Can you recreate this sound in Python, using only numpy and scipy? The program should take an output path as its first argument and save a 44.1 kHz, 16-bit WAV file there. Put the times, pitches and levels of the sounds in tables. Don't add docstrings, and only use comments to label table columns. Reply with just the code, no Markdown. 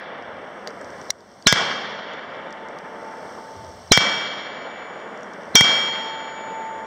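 import sys
import numpy as np
from scipy import signal
from scipy.fft import rfft, irfft
from scipy.io import wavfile
from scipy.ndimage import uniform_filter1d

SR = 44100
rng = np.random.default_rng(int(sys.argv[2]) if len(sys.argv) > 2 else 0)


def store_pcm(level_fs):
    pcm = np.round(np.clip(level_fs, -1, 1) * 32767).astype(np.int16)
    wavfile.write(sys.argv[1], SR, np.atleast_2d(pcm).T)


def makeup_ratio(level_db):
    decades = np.asarray(level_db, float) / 20
    return 10 ** decades


N = 302526
SHORT = 2000
EARLIER_BLAST_S = -0.74

IMPACTS = [1.4700, 3.9197, 5.5539]
BLASTS = [1.5260, 3.9750, 5.6092]
# start in seconds, peak in dB, pitch in Hz, T60 in seconds,
# noise share 0-1, rebound share 0-1.
SNAP = (1.1042, -6, 5750, .010, .7, .8)
# frequency in Hz, density in dB per Hz.
SPLATTER = [(100, -24), (600, -12), (1500, -5.5), (3300, -1.5), (3700, 2.5), (4080, -26), (4500, -5),
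            (5600, 0), (7000, -10), (10000, -35), (16000, -47)]


def read(points, hz, axis=1):
    rows = np.transpose(points)
    return np.interp(np.log(hz + 1), np.log(rows[0] + 1), rows[axis])


def add(mix, s, sound):
    part = mix[round(s * SR):][:len(sound)]
    part += sound[:len(part)]


def coloured(points, count):
    spectrum = rfft(rng.standard_normal(count))
    x = irfft(spectrum * makeup_ratio(read(points, np.fft.rfftfreq(count, 1 / SR))), count)
    return x / x.std()


def pressure_pulse(length_ms):
    u = np.arange(SHORT) / (SR * length_ms / 1000)
    return (1 - u) * np.exp(-u)


def gain_db():
    recovery_db_per_s = 17
    t = np.arange(N) / SR
    ducks = [(EARLIER_BLAST_S, -30.5), (SNAP[0] + .0013, -10.5)]  # (s, dB right after the bang)
    ducks += [(s, -29) for s in IMPACTS]
    ducks += [(s + .0005, -30) for s in BLASTS]
    falls = [np.where(t >= s, db + recovery_db_per_s * (t - s), 0) for s, db in ducks]
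    lowest = np.minimum(np.min(falls, axis=0), 0)
    return uniform_filter1d(lowest, size=24)


def echoes():
    # frequency in Hz, level in dB, T60 in seconds.
    trees = [(80.2, -15, 0.66), (179, -2.5, 1), (600, -2, 0.97), (1500, 0, 0.81), (2770, -3, 0.86),
             (3280, -1, 0.84), (4360, -11, 0.92), (5480, -7, 0.68), (8200, -30.5, 0.53),
             (12000, -54.5, 0.29), (16000, -61, .25)]
    # frequency in Hz, level in dB, T60 in seconds.
    slopes = [(80, -21, 3.7), (248.3, -3, 3.65), (594, 1, 3.41), (840, -2.5, 3.24), (1900, -0.5, 2.524),
              (3466, -2, 1.82), (4440, -13, 1.61), (5640, -9.5, 1.42), (6450, -26, 1.4), (8000, -40.5, 1.2),
              (16000, -73.5, 1.1)]
    delay_s = 0.028
    frame, hop = 512, 128
    hz = np.fft.rfftfreq(frame, 1 / SR)
    t = np.arange(N // hop + 5) * hop / SR
    power = np.zeros((len(hz), len(t)))
    for table, db, rise_s in ((trees, 16.5, .004), (slopes, 4.5, .15)):
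        start_db = db + read(table, hz)[:, None]
        t60 = read(table, hz, axis=2)[:, None]
        for s in [EARLIER_BLAST_S] + BLASTS:
            age = t - s - delay_s
            on = (age > 0) & (age < 1.5 * t60.max())
            fading = makeup_ratio(2 * (start_db - 60 * age[on] / t60))
            power[:, on] += fading * np.minimum(age[on] / rise_s, 1)
    a, b, patches = rng.standard_normal((len(t), len(hz), 3)).T
    patches = uniform_filter1d(uniform_filter1d(patches, size=12, axis=0), size=10, axis=1)
    lumps = uniform_filter1d(rng.standard_normal(len(t)), size=6)
    unevenness_db = 0.99 * patches / patches.std() + .6 * lumps / lumps.std()
    z = (a + 1j * b) * np.sqrt(power) * makeup_ratio(unevenness_db - 18)
    return signal.istft(z, nperseg=frame, noverlap=frame - hop)[1][:N]


def air():
    # frequency in Hz, density in dB per Hz.
    hiss = [(30, -12.5), (150, 6), (600, 9.5), (2000, -2.5), (3300, -4.5), (4600, -7), (5650, -1.5),
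            (6300, -8.5), (7000, -21), (7800, -11), (8400, -9), (9000, -21), (9600, -23.5), (10300, -26),
            (16000, -30)]
    return makeup_ratio(-44) * coloured(hiss, N)


def crackle():
    t = np.arange(SHORT) / SR
    size = makeup_ratio(-52 + 4.7 * np.minimum(rng.exponential(1, N), 3.2)) * (rng.random(N) < 120 / SR)
    soft = 1 - np.exp(-(t / .0004) ** 2)
    ring = 1.5 * soft * makeup_ratio(-60 * t / 0.0071) * np.sin(2 * np.pi * 5600 * t)
    return signal.oaconvolve(size, ring)[:N]


def wind():
    # peak time in seconds, level in dB as heard.
    gusts = [
        (0.28, -49),
        (0.86, -47.5),
        (3.2, -51),
        (3.58, -35.5),
        (3.86, -43.5),
        (5.48, -48),
        (6.8, -48),
    ]
    rise_s, fade_db_per_s = 0.056, 49
    t = np.arange(N) / SR
    strength = makeup_ratio(-56)
    for s, db in gusts:
        drop_db = np.where(t < s, 20 * (s - t) / rise_s, fade_db_per_s * (t - s))
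        strength = strength + makeup_ratio(db - drop_db)
    rumble = coloured([(15, -30.5), (40, -9.5), (90, -2), (160, -23.5), (400, -71.5)], N)
    return strength * rumble


def add_tick(mix, s, db, hz, t60, noisy, rebound):
    # frequency in Hz, density in dB per Hz.
    rasp = [(800, -24), (2000, -3.5), (4000, -2.5), (6000, 2.5), (9000, -16.5), (16000, -38.5)]
    t = np.arange(SHORT) / SR
    shape = makeup_ratio(db - 60 * t / t60) * (1 - np.exp(-(t / .0002) ** 2))
    ring = shape * (np.sin(2 * np.pi * hz * t) + noisy * coloured(rasp, SHORT))
    add(mix, s, ring)
    add(mix, s + .00105, rebound * ring)


def ticks():
    # start in seconds, peak in dB as heard, pitch in Hz.
    rows = [(0.0423, -45, 4470), (0.1815, -47, 4360), (0.2244, -40, 5300), (0.6739, -15, 4590),
            (0.6814, -31, 5660), (0.6904, -33, 4660), (0.7053, -35, 5500), (0.8126, -29.5, 5330),
            (0.8455, -33, 5400), (0.9038, -37, 5550), (0.9822, -39, 5480), (1.0144, -28.5, 5600),
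            (1.045, -41, 5350), (1.2062, -36, 4830), (1.4245, -31, 4500), (2.135, -38, 4480),
            (2.5067, -36.5, 5660), (2.5262, -31, 5400), (2.6855, -30.5, 5350), (2.787, -28, 5100),
            (3.0324, -43, 4400), (3.6461, -31, 5460), (4.9364, -47, 5520), (5.001, -44, 5130),
            (5.1751, -37, 5400), (5.2076, -41, 5380), (5.232, -33, 5620), (5.3353, -38, 5470),
            (5.4335, -45, 5440), (6.5184, -43, 4310)]
    out = np.zeros(N)
    for s, db, hz in rows:
        add_tick(out, s, db, hz, t60=.005, noisy=.7, rebound=.4)
    return out


def metal_snap():
    # frequency in Hz, level in dB as heard.
    tail = [(6000, -36), (7000, -33), (8000, -36), (9000, -44)]
    out, t = np.zeros(N), np.arange(SHORT) / SR
    add_tick(out, *SNAP)
    add(out, SNAP[0] + .0002, makeup_ratio(-8) * pressure_pulse(.04))
    for hz, db in tail:
        add(out, SNAP[0], makeup_ratio(db - 60 * t / .045) * np.sin(2 * np.pi * hz * t))
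    return out


def impact(crack_db, thud_ms, thud_db, ping_db, knock_db):
    # level in dB, T60 in seconds.
    parts = [
        (25.8, 0.041),
        (14.5, .3),
    ]
    knocks = (390, 719, 1080)
    t = np.arange(SR // 2) / SR
    out = coloured(SPLATTER, len(t)) * sum(makeup_ratio(db - 60 * t / t60) for db, t60 in parts)
    crack = makeup_ratio(crack_db) * uniform_filter1d(pressure_pulse(0.052), size=4)
    thud = makeup_ratio(thud_db) * pressure_pulse(thud_ms)
    add(out, 0, crack - thud)
    ping = makeup_ratio(ping_db - 60 * t / 0.024) * np.sin(2 * np.pi * 5686 * t)
    add(out, 0, ping * (1 - np.exp(-(t / .0006) ** 2)))
    knock = sum(np.sin(2 * np.pi * hz * t) for hz in knocks)
    add(out, 0, makeup_ratio(knock_db - 60 * t / 0.03) * knock)
    return out


def plate_ring(hit):
    modes_hz = [888.5, 1461, 1499, 1643, 2292, 2905, 3228.5, 3503, 4082, 4302, 5232, 5511, 6077, 6555, 6826,
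                6908, 8125, 8266, 9814, 11440]
    # T60 in seconds, twin offset in Hz, level in dB for each of three hits.
    modes = [(4.82, 1.9, -21.5, -33, -10), (0.9, 1.5, -2.5, -8.5, -6), (.9, 0.5, -13, -5.5, -7.5),
             (.7, 3, 4.5, -8.5, -11), (1.16, -1, 0.5, 8.5, 9.5), (0.65, 4, -8.5, -9, -8.5),
             (1.013, -0.5, 2, 9, 16), (0.45, 8, 3, -7.5, -6), (.12, 10, 2, -6, -6),
             (1.06, 5.5, -12, -5.5, -3), (0.37, 7, 8, 4.5, -5), (0.73, -4, -9, 4, 7),
             (.3, 3.5, 3.5, -9, -3), (.2, 4.5, -13, -8.5, -10), (0.97, 6, -23.5, -11, -7.5),
             (1.72, 1, -33.5, -17.5, -9), (0.67, 5, -19, -26.5, -18.5), (.7, 4, -28, -20, -15),
             (.5, 4.5, -38, -34, -29), (0.55, 0.5, -43, -38, -33)]
    out = np.zeros(3 * SR)
    for hz, (t60, twin_hz, *hit_db) in zip(modes_hz, modes):
        t = np.arange(round(min(1.7 * t60, 3) * SR)) / SR
        fall_db, start = 60 * t / t60, 2 * np.pi * rng.random()
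        main = makeup_ratio(-fall_db) * np.sin(2 * np.pi * hz * t + start)
        twin = makeup_ratio(-14 - fall_db / 1.4) * np.sin(2 * np.pi * (hz + twin_hz) * t + start)
        add(out, 0, makeup_ratio(5 + hit_db[hit]) * (main + twin) * np.minimum(t / 0.0057, 1))
    return out


def blast():
    # frequency in Hz, density in dB per Hz.
    grass = [(100, -11.5), (400, -6), (1500, -2.5), (4000, 0.5), (8000, -29.5), (16000, -50.5)]
    t = np.arange(SHORT) / SR
    shock = pressure_pulse(1.2) * np.where(t < .0003, -.9, 1)
    shock = uniform_filter1d(uniform_filter1d(shock, size=9), size=3)
    swing = makeup_ratio(-8 - 60 * t / .037) * np.cos(2 * np.pi * 115 * t + 1.2)
    ring = makeup_ratio(-5 - 60 * t / 0.018) * np.sin(2 * np.pi * 2050 * t)
    rattle = makeup_ratio(-10 - 60 * t / .015) * coloured(SPLATTER, SHORT)
    scatter = makeup_ratio(-23.5 - 60 * t / 0.22) * coloured(grass, SHORT)
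    return makeup_ratio(32.5) * (shock + swing + ring + rattle + scatter)


def scene():
    # crack in dB, thud length in ms, thud in dB, housing ping in dB, knock in dB.
    shots = [
        (40.1, 2.37, 21, 25, 7.5),
        (37, 1.9, 16, 23, 14),
        (28, 2.0, 21, 33, 17),
    ]
    as_heard = wind() + ticks() + metal_snap()
    out = echoes() + air() + crackle() + as_heard / makeup_ratio(gain_db())
    for hit, shot in enumerate(shots):
        add(out, IMPACTS[hit], impact(*shot))
        add(out, IMPACTS[hit], plate_ring(hit))
        add(out, BLASTS[hit], blast())
    return out[None]


def roll_off(x):
    return signal.sosfilt(signal.butter(12, 16220, fs=SR, output="sos"), x)


def record(dry):
    # frequency in Hz, gain in dB.
    equaliser = [(0, -31), (70, -12), (190, 1), (310, -5.5), (480, 0), (4005, 0.5), (4078, -15),
                 (4150, -0.5), (15700, 0.5)]
    # frequency in Hz, width in Hz, share let through 0-1.
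    notches = [(2500, 380, .03), (2800, 500, .6), (3790, 330, .3), (5000, 120, .3), (6000, 80, .3),
               (7000, 80, .3), (8000, 80, .3), (9000, 100, .3), (10000, 100, .3), (11000, 80, .5)]
    hz, db = np.transpose(equaliser)
    response = makeup_ratio(np.interp(np.fft.rfftfreq(4096, 1 / SR), hz, db))
    taps = np.roll(irfft(response), 441)[:883]
    taps = taps * signal.windows.tukey(len(taps), .15)
    x = signal.oaconvolve(dry[0], taps, "same") * makeup_ratio(gain_db())
    x = signal.lfilter(*signal.butter(2, 50, "high", fs=SR), x)
    for hz, width_hz, leak in notches:
        cut = signal.lfilter(*signal.iirnotch(hz, hz / width_hz, SR), x)
        x = leak * x + (1 - leak) * cut
    band_limit = signal.cheby1(10, .5, 15600, fs=SR, output="sos")
    x = signal.sosfilt(band_limit, np.clip(x, -.96, .96))
    return roll_off(np.clip(x, -1, 1)[None])


dry = scene()
out = record(dry)
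store_pcm(out)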